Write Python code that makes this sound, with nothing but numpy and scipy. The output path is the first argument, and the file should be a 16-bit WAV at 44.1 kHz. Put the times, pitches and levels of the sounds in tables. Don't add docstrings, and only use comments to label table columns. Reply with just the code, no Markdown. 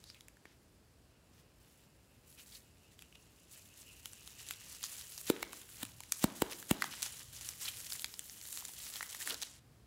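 import sys
import numpy as np
from scipy import signal
from scipy.fft import rfft, irfft, next_fast_len
from scipy.io import wavfile
from scipy.ndimage import uniform_filter1d, map_coordinates

SR = 44100
rng = np.random.default_rng(int(sys.argv[2]) if len(sys.argv) > 2 else 0)


def wav_record(signal):
    frames = np.transpose(np.atleast_2d(signal))
    bounded = np.clip(frames, -1, 1)
    quanta = np.round(bounded * 32767).astype(np.int16)
    wavfile.write(sys.argv[1], SR, quanta)


N = 434826

# frequency in Hz, relative level in dB.
AIR_SPECTRUM = [(13, -64), (22, -32), (36, -9), (59, -3), (132, -8), (152, -9), (200, -11), (524, -18),
                (730, -22), (792, -23), (3420, -31), (5030, -29.5), (6100, -34.5), (7810, -32.5),
                (16000, -42.5)]
AIR_DB = -65.5
# frequency in Hz, time to fall 60 dB in seconds.
ROOM_DECAY = [(100, 0.86), (300, 0.72), (2000, 0.51), (6000, 0.27), (15000, 0.084)]
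# frequency in Hz, relative level in dB.
WALL_COLOUR = [(60, -21), (150, -1.5), (230, -5), (380, 1.5), (600, 1.5), (900, 3), (1800, 1), (5000, 1.5),
               (15000, -4)]

# middle in seconds, level in dB, half length in seconds.
SHIFTS = [(4.25, -69, 0.47), (5.92, -61, 0.15), (7.195, -63, 0.24), (7.75, -67, 0.38), (9.726, -61, .18)]
# middle in seconds, level in dB, half length in seconds.
SLUMP = (9.315, -51.5, 0.046)
# frequency in Hz, relative level in dB per Hz.
RUMBLE_SPECTRUM = [(30, -33), (60, -2), (120, 5), (170, -14.5), (400, -32), (2000, -38)]
# frequency in Hz, relative level in dB per Hz.
GROAN_SPECTRUM = [(100, -26), (230, -3), (480, -0.5), (800, -10), (1500, -2), (4000, -37)]

# time in seconds, level in dB, centre frequency in Hz.
BAG_RING = [(0, -105, 2780), (1.3, -86, 2750), (2.35, -77.5, 2685), (2.8, -81, 2750), (3.03, -74.5, 2780),
            (3.4, -75.5, 2733), (4.7, -64, 2776), (5.4, -75, 2795), (6.8, -77, 2950), (7.12, -59, 3046),
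            (7.3, -73, 3060), (9.3, -73.5, 3060), (9.7, -97, 3120)]
BAG_LOWPASS_HZ, BAG_FLICKER_DB = 230, 4

# middle in seconds, level in dB, ringing frequency in Hz, half length in seconds.
SKIDS = [(0.086, -61, 4970, 0.036), (0.103, -67, 3830, 0.03), (0.163, -64.5, 2420, 0.017),
         (2.394, -59, 2640, 0.016), (2.525, -56, 4300, 0.0058), (2.555, -52.5, 4160, 0.0073),
         (3.155, -56.5, 2750, 0.006), (4.848, -51, 4700, 0.025), (5.429, -39, 4630, .0015),
         (5.831, -41.5, 3450, 0.0022), (7.04, -48, 7700, 0.026), (7.657, -44, 4150, 0.0069),
         (7.684, -38, 3160, 0.0077), (9.214, -49.5, 1780, 0.011), (9.307, -43, 2900, .012)]

# release in seconds, thump level in dB, settled pitch in Hz,
# decay constant in seconds, hollow overtone level in dB, scrape level in dB, slide build-up in seconds.
THUMPS = [(0.4541, -53, 254, 0.0014, -43, -81, .004), (5.3008, -13.5, 310, 0.0011, -59, -24.5, 0.012),
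          (5.4281, -33.5, 656, 0.00072, -51, -33.5, 0.014), (5.8312, -38, 263, 0.0026, -61, -29.5, 0.026),
          (6.2416, -15, 211, 0.0018, -16.5, -22.5, 0.014),
          (6.421, -17.5, 290, 0.0012, -16.5, -23.5, 0.0064), (6.7116, -15, 209, 0.0015, -21, -21.5, 0.0093)]
# frequency in Hz, relative level in dB per Hz.
SCRAPE_SPECTRUM = [(150, 4.5), (700, 1.5), (2000, 4.5), (4000, 4), (5600, -7.5), (7500, 4), (11000, -2),
                   (12500, -2), (16000, 2.5)]
SETTLE_DB, SETTLE_S = -41.5, 0.17

# time in seconds, crack level in dB, pitch of the buckling facet in Hz, facet ring level in dB.
SNAPS = [(0.0403, -50, 4020, -50), (0.1008, -70, 4800, -47.5), (0.146, -63, 3780, -56.5),
         (0.2081, -50.5, 3940, -52.5), (0.2838, -49.5, 2350, -58), (0.3697, -64, 1720, -62),
         (0.455, -69, 2200, -51), (2.9918, -52.5, 3010, -58), (3.0223, -50, 2730, -54),
         (3.126, -75, 2736, -57), (3.155, -56, 2720, -57), (4.0573, -37, 2980, -43.5),
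         (4.133, -54, 8240, -47), (4.2758, -47, 3630, -48), (4.4875, -42, 3620, -54),
         (4.509, -32.5, 3100, -37), (4.83, -36.5, 4300, -44), (4.8397, -53, 6170, -33.5),
         (5.1785, -42, 6100, -41), (5.2132, -59, 11460, -44), (5.4292, -42, 2070, -34),
         (5.5312, -41.5, 1200, -45), (5.6154, -47, 6120, -60), (5.852, -44, 3240, -48.5),
         (6.0051, -42.5, 1040, -47.5), (6.0354, -47, 2330, -54), (6.122, -25.5, 7500, -27.5),
         (6.523, -48, 2560, -44), (6.6271, -46, 1710, -48.5), (6.8219, -34, 1960, -25.5),
         (6.842, -37, 1490, -32.5), (6.9383, -49, 1477, -46.5), (7.022, -34.5, 8000, -39),
         (7.0288, -43, 8200, -30), (7.0342, -38, 7410, -50), (7.0626, -44, 6060, -38),
         (7.4112, -44.5, 7500, -45), (7.4893, -37, 5900, -36), (7.803, -43.5, 7410, -49),
         (7.8677, -42.5, 7490, -49), (7.9224, -41, 4530, -36), (7.9327, -37, 9350, -46),
         (7.9954, -40, 7030, -46), (8.0207, -42.5, 10680, -44), (8.0443, -32.5, 4250, -34.5),
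         (8.0598, -45, 3620, -56), (8.1399, -44, 5100, -44), (8.1933, -41, 7970, -37.5),
         (8.2972, -58, 6460, -44), (8.4139, -47, 6800, -45.5), (8.574, -37.5, 3620, -41.5),
         (8.5275, -44, 8480, -41), (8.6241, -59, 1040, -50.5), (8.652, -42, 8050, -42),
         (8.6835, -44, 3860, -48.5), (8.6912, -65, 1070, -51.5), (8.9392, -45, 3880, -47),
         (8.958, -39, 3880, -44), (8.9661, -36, 3960, -42.5), (9.0085, -54, 1800, -35.5),
         (9.0285, -38.5, 2000, -37.5), (9.1482, -37.5, 1930, -41.5), (9.2746, -34, 1820, -37.5),
         (9.2984, -35, 10510, -42), (9.307, -40, 3930, -35), (9.3437, -36, 4060, -40),
         (9.4177, -49, 6540, -37.5), (9.4242, -39, 6400, -38.5), (9.4286, -36, 5600, -38),
         (9.4326, -40, 3980, -39)]
# frequency in Hz, relative level in dB per Hz.
CRACK_SPECTRUM = [(150, -19), (700, -34), (1500, -4), (4000, 3.5), (5600, -3), (7400, 6), (9000, -2.5),
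                  (10700, 5), (12400, -1), (13600, -10), (16000, 3)]
TICKS_PER_S, TICK_OVER_RUB_DB, TICK_SPREAD_DB = 8, -2.5, 2.5
TICK_LOW_HZ, TICK_HIGH_HZ = 2000, 9800

# time in seconds, level before the film trim in dB.
GRIP = [(0, -66.5), (0.4, -77.5), (1.2, -83.5), (2.2, -78), (2.5, -63.5), (2.7, -74), (3.3, -70.5),
        (4.2, -59.5), (5.1, -58), (5.45, -62), (5.95, -62), (6.9, -57.5), (7.28, -58), (7.8, -52),
        (8.15, -59.5), (8.9, -53), (9.4, -53.5), (9.59, -62.5)]
RUB_END_S = 9.6
# start in seconds, length in seconds, level before the film trim in dB, bead pressure in dB.
STROKES = [(0.02, 0.069, -83, 7), (0.46, .07, -83, 19.5), (1.334, 0.076, -73.5, 7.5),
           (1.604, 0.24, -74.5, 5), (2.276, 0.083, -66, -9), (2.386, .03, -60.5, 6),
           (2.527, 0.047, -58.5, 0.5), (2.92, .015, -67, 4), (2.987, 0.037, -65, 3), (3.215, .015, -69, -6),
           (3.514, 0.069, -58.5, -1.5), (3.614, 0.065, -65, -6), (3.776, 0.052, -59, 2.5),
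           (3.926, .07, -76, -15), (4.048, 0.014, -57, -1), (4.393, .04, -55.5, 2.5),
           (4.467, 0.07, -53.5, 4), (4.605, 0.12, -59.5, 2), (4.697, 0.075, -52, -2.5),
           (4.835, 0.029, -46.5, -2), (4.887, 0.16, -50.5, -1.5), (5.056, 0.15, -54.5, -22),
           (5.24, .03, -52.5, -2), (5.272, 0.022, -44.5, 2), (5.527, 0.089, -57.5, 3),
           (5.697, 0.15, -58, 0), (6.12, 0.079, -49, -18), (6.222, 0.019, -44, 1.5), (6.361, 0.066, -55, 4),
           (6.511, 0.022, -52, 7), (6.555, 0.05, -56.5, -6), (6.696, 0.017, -46.5, -3),
           (6.815, 0.054, -53.5, 8), (6.914, 0.12, -54, 7), (7.035, 0.036, -45.5, 4),
           (7.08, 0.13, -53.5, 0.5), (7.333, 0.058, -53, -1), (7.414, 0.099, -50, 0),
           (7.612, 0.081, -46, 2), (7.725, 0.15, -57, -2), (7.9, 0.059, -48.5, -5),
           (7.995, 0.031, -50, -17), (8.247, 0.077, -63, -23), (8.45, .1, -52.5, -16),
           (8.546, 0.066, -52, -4), (8.782, .12, -52, 1.5), (8.926, 0.072, -51.5, 2),
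           (9.094, 0.077, -51.5, 2.5), (9.204, .025, -45.5, 1.5), (9.262, 0.058, -45, 2.5),
           (9.422, 0.035, -54.5, 3)]
STROKE_ATTACK_S, STROKE_RELEASE_S = 0.0083, 0.016
SQUEAK_DB, CRUNCH_DB = -9, -14
CRUNCH_GROWS = 0.91
# frequency in Hz, relative level in dB per Hz.
FILM_SPECTRUM = [(200, -36.5), (1200, -11.5), (2500, -13.5), (4000, -4.5), (5000, -7), (5800, -5),
                 (7200, 1.5), (9000, -3), (11000, 0.5), (12500, -6.5), (13500, -2.5), (16000, -6.5)]
# frequency in Hz, relative level in dB per Hz.
SQUEAK_SPECTRUM = [(1000, -50.5), (1900, -8.5), (2350, -9.5), (2900, -5.5), (4200, -8.5), (6000, -9),
                   (12000, -67)]
# frequency in Hz, relative level in dB per Hz.
CRUNCH_SPECTRUM = [(100, -11.5), (400, -5.5), (800, -5.5), (1200, -2.5), (1800, 0.5), (2300, -4),
                   (3500, -3), (7000, -16), (14000, -64)]
# time in seconds, gain in dB.
SHEEN = [(0, -5), (.6, 2), (2.3, 4.5), (2.9, -2), (4.15, 0), (4.75, -2), (5.25, 1.5), (5.75, 2.5),
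         (6.15, -3), (6.6, 4), (7.05, -3), (8.3, 4), (9.25, 0), (9.52, -9)]

LOW_CUT_HZ, TOP_HZ = 45, 16300


def amp(db):
    return 10 ** (np.asarray(db) / 20)


def unit(x):
    return x / np.sqrt(np.mean(x ** 2) + 1e-20)


def along(points, hz):
    point_hz, values = np.transpose(points)
    return np.interp(np.log(hz + 1), np.log(point_hz), values)


def curves(rows):
    s, *columns = np.transpose(rows)
    return [np.interp(np.arange(N) / SR, s, column) for column in columns]


def wobble(rate):
    knots = rng.standard_normal(N // 10)
    return map_coordinates(knots, [np.arange(N) * rate / SR], mode="wrap")


def bell(s, db, half):
    distance = (np.arange(N) / SR - s) / half
    return amp(db) * np.exp(-np.minimum(distance ** 2, 40))


def highpass(x, hz):
    return signal.sosfilt(signal.butter(2, hz, "highpass", fs=SR, output="sos"), x)


def coloured(x, points, size=8192):
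    log_gain = np.log(amp(along(points, np.fft.rfftfreq(size, 1 / SR))))
    cepstrum = irfft(log_gain)
    cepstrum[1:size // 2] *= 2
    cepstrum[size // 2 + 1:] = 0
    response = irfft(np.exp(rfft(cepstrum)))
    return signal.fftconvolve(x, response / np.linalg.norm(response))[:len(x)]


def add(track, s, sound):
    start = max(round(s * SR), 0)
    track[start:start + len(sound)] += sound[:max(N - start, 0)]


def burst(x):
    return x * np.sqrt(.003 * SR / np.sum(x ** 2))


def air():
    return amp(AIR_DB) * unit(coloured(rng.standard_normal(N), AIR_SPECTRUM))


def room(x):
    hz, t, z = signal.stft(rng.standard_normal(SR * 3 // 4), SR, nperseg=256)
    decay = amp(-60 * t / along(ROOM_DECAY, hz)[:, None])
    tail = signal.istft(z * decay, SR, nperseg=256)[1]
    tail = coloured(np.pad(tail, (SR // 200, 0)), WALL_COLOUR)
    return signal.fftconvolve(x, tail / np.linalg.norm(tail))[:N]


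def shifting():
    rumble = sum(bell(*shift) for shift in SHIFTS) * coloured(rng.standard_normal(N), RUMBLE_SPECTRUM)
    groan = bell(*SLUMP) * coloured(rng.standard_normal(N), GROAN_SPECTRUM)
    return rumble + groan


def resonance():
    db, hz = curves(BAG_RING)
    lowpass = signal.butter(2, BAG_LOWPASS_HZ, fs=SR, output="sos")
    drive = signal.sosfilt(lowpass, rng.standard_normal((2, N)))
    phase = 2 * np.pi * np.cumsum(hz) / SR
    ring = drive[0] * np.cos(phase) + drive[1] * np.sin(phase)
    flicker = amp(BAG_FLICKER_DB * wobble(18))
    return amp(db) * unit(flicker * ring)


def skids(sharpness=5.7):
    track = np.zeros(N)
    t = np.arange(-SR // 16, SR // 16) / SR
    for s, db, hz, half in SKIDS:
        swell = np.exp(-(t / half) ** 2)
        ring = signal.lfilter(*signal.iirpeak(hz, sharpness, SR), swell * rng.standard_normal(len(t)))
        add(track, s + t[0], amp(db) * unit(ring) * np.sqrt(np.mean(swell ** 2)))
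    return track


def thumps(stiffening=0.69, relax=0.00089, slide_db=-15, grip=0.00083, release=0.0017,
           hollow_hz=980, hollow_life=0.00068, octave_db=-15):
    body, scrapes = np.zeros(N), np.zeros(N)
    lead = .15
    t = np.arange(SR // 4) / SR - lead
    before, after = np.maximum(-t, 0), np.maximum(t, 0)
    for s, db, hz, decay, hollow_db, scrape_db, slide in THUMPS:
        turns = hz * (after + stiffening * relax * (1 - np.exp(-after / relax)))
        swing = after / decay * np.exp(1 - after / decay)
        hollow = np.sin(2 * np.pi * hollow_hz * after) * np.exp(-after / hollow_life)
        octave = amp(octave_db) * swing * np.sin(4 * np.pi * turns)
        bounce = np.sin(2 * np.pi * turns) + octave
        add(body, s - lead, amp(hollow_db) * hollow - amp(db) * swing * bounce)
        build_up = np.exp(-before / grip) + amp(slide_db) * np.exp(-before / slide)
        friction = build_up * np.exp(-after / release)
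        add(scrapes, s - lead, amp(scrape_db) * friction * rng.standard_normal(len(t)))
    return body + coloured(scrapes, SCRAPE_SPECTRUM)


def ticks(slide):
    when, pitch, size = rng.random((3, int(TICKS_PER_S * N / SR)))
    rub_db = 20 * np.log10(slide[(when * N).astype(int)] + 1e-6)
    db = rub_db + TICK_OVER_RUB_DB + TICK_SPREAD_DB * np.minimum(-np.log(size), 2)
    hz = TICK_LOW_HZ * (TICK_HIGH_HZ / TICK_LOW_HZ) ** pitch
    return list(zip(when * N / SR, db, hz, db))


def snaps(creases, flutter_db=-11, flutter_life=0.0019, overtone=2.15, overtone_db=-10,
          rattle=0.17, rattle_life=0.0015, thin_hz=750, loss_hz=8000):
    cracks, rings = np.zeros(N), np.zeros(N)
    t = np.arange(SR // 50) / SR
    crack_life, ring_cycles = .00035, 1.3
    for s, crack_db, hz, ring_db in creases:
        crack_noise, rattle_noise = rng.standard_normal((2, len(t)))
        crack_decay = np.exp(-t / crack_life) + amp(flutter_db) * np.exp(-t / flutter_life)
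        add(cracks, s, amp(crack_db) * burst(crack_noise * crack_decay))
        upper_hz = overtone * hz
        upper_gain = amp(overtone_db) * np.exp(-(upper_hz / loss_hz) ** 2)
        upper = upper_gain * np.sin(2 * np.pi * upper_hz * t)
        facet = (np.sin(2 * np.pi * hz * t) + upper) * np.exp(-t * hz / ring_cycles)
        push = (t == 0) + rattle * rattle_noise * np.exp(-t / rattle_life)
        add(rings, s, amp(ring_db) * burst(signal.fftconvolve(push, facet)[:len(t)]))
    return coloured(cracks, CRACK_SPECTRUM) + highpass(rings, thin_hz)


def rubbing():
    t = np.arange(0, N, 32) / SR
    grip = amp(np.interp(t, *np.transpose(GRIP)))
    grip = grip * np.clip((RUB_END_S - t) * 100, 0, 1)
    power = np.array([grip, grip * amp(SQUEAK_DB), grip * amp(CRUNCH_DB)]) ** 2
    for start, length, db, pressure_db in STROKES:
        rise = np.maximum(start - t, 0) / STROKE_ATTACK_S
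        fall = np.maximum(t - start - length, 0) / STROKE_RELEASE_S
        squeak_db = SQUEAK_DB + pressure_db
        crunch_db = CRUNCH_DB + CRUNCH_GROWS * pressure_db
        gains = amp(db + np.array([0, squeak_db, crunch_db]))
        power += np.outer(gains, np.exp(-rise - fall)) ** 2
    for s, db, *_ in THUMPS:
        settling = (t > s) * amp(db + SETTLE_DB) * np.exp(-abs(t - s) / SETTLE_S)
        power[2] += settling ** 2
    return curves(np.column_stack([t, *np.sqrt(power)]))


def grains(rate, spread_db, life, smooth, clump_db):
    sizes = amp(spread_db * np.minimum(rng.standard_exponential(N), 4))
    energy = (rng.random(N) < rate / SR) * sizes ** 2
    energy = signal.lfilter([1], [1, -np.exp(-2 / (life * SR))], energy)
    share = np.clip(smooth, 0, 1)
    power = share + (1 - share) * energy / energy.mean()
    return unit(np.sqrt(power) * amp(clump_db * wobble(70)) * rng.standard_normal(N))


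def crackle(rate=330, centre_hz=8000, scatter=0.27, spread_db=2.5):
    track, t = np.zeros(N), np.arange(SR // 500) / SR
    for when, pitch, size in rng.random((int(rate * N / SR), 3)):
        hz = min(centre_hz * np.exp(scatter * np.pi * (pitch - .5)), SR / 3)
        db = spread_db * min(-np.log(size), 3)
        add(track, when * N / SR, amp(db) * np.sin(2 * np.pi * hz * t) * np.exp(-t * hz))
    return unit(highpass(track, SR / 14))


def patchy(x, patch_db=1.0, size=128):
    z = signal.stft(x, nperseg=size)[2]
    field = uniform_filter1d(rng.standard_normal(z.shape), size=9, axis=0)
    field = uniform_filter1d(field, size=16, axis=1)
    return unit(signal.istft(z * amp(patch_db * unit(field)), nperseg=size)[1][:N])


def handling(slide, squeezing, crunching, crackle_db=-4, sheen_hz=10000, unsteady_db=0.7):
    rub = grains(rate=520, spread_db=1.5, life=0.0007, smooth=0.44, clump_db=1.4)
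    film = patchy(coloured(rub, FILM_SPECTRUM) + amp(crackle_db) * crackle())
    split = signal.butter(2, sheen_hz, "highpass", fs=SR, output="sos")
    top = signal.sosfiltfilt(split, film)
    film = film - top + amp(curves(SHEEN)[0]) * top
    squeak = grains(rate=670, spread_db=5.5, life=0.00054, smooth=0.75, clump_db=2)
    squeak = coloured(squeak, SQUEAK_SPECTRUM)
    crunch = grains(rate=350, spread_db=5, life=0.00091, smooth=0.5, clump_db=1.5)
    crunch = coloured(crunch, CRUNCH_SPECTRUM)
    film_trim = amp(0.2)
    mix = film_trim * slide * film + squeezing * squeak + crunching * crunch
    return amp(unsteady_db * wobble(25)) * mix


def scene():
    slide, squeezing, crunching = rubbing()
    bag = shifting() + resonance() + skids() + thumps()
    bag += snaps(list(SNAPS) + ticks(slide))
    bag += handling(slide, squeezing, crunching)
    return (bag + amp(-19.0) * room(bag) + air())[None]


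def record(dry):
    low_cut = signal.butter(4, LOW_CUT_HZ, "highpass", fs=SR, output="sos")
    thinned = signal.sosfilt(low_cut, dry)
    size = next_fast_len(N + SR // 2)
    hz = np.fft.rfftfreq(size, 1 / SR)
    passband = np.clip((TOP_HZ - hz) / 700, 0, 1) ** 2
    return irfft(rfft(thinned, size) * passband, size)[..., :N]


dry = scene()
out = record(dry)
wav_record(out)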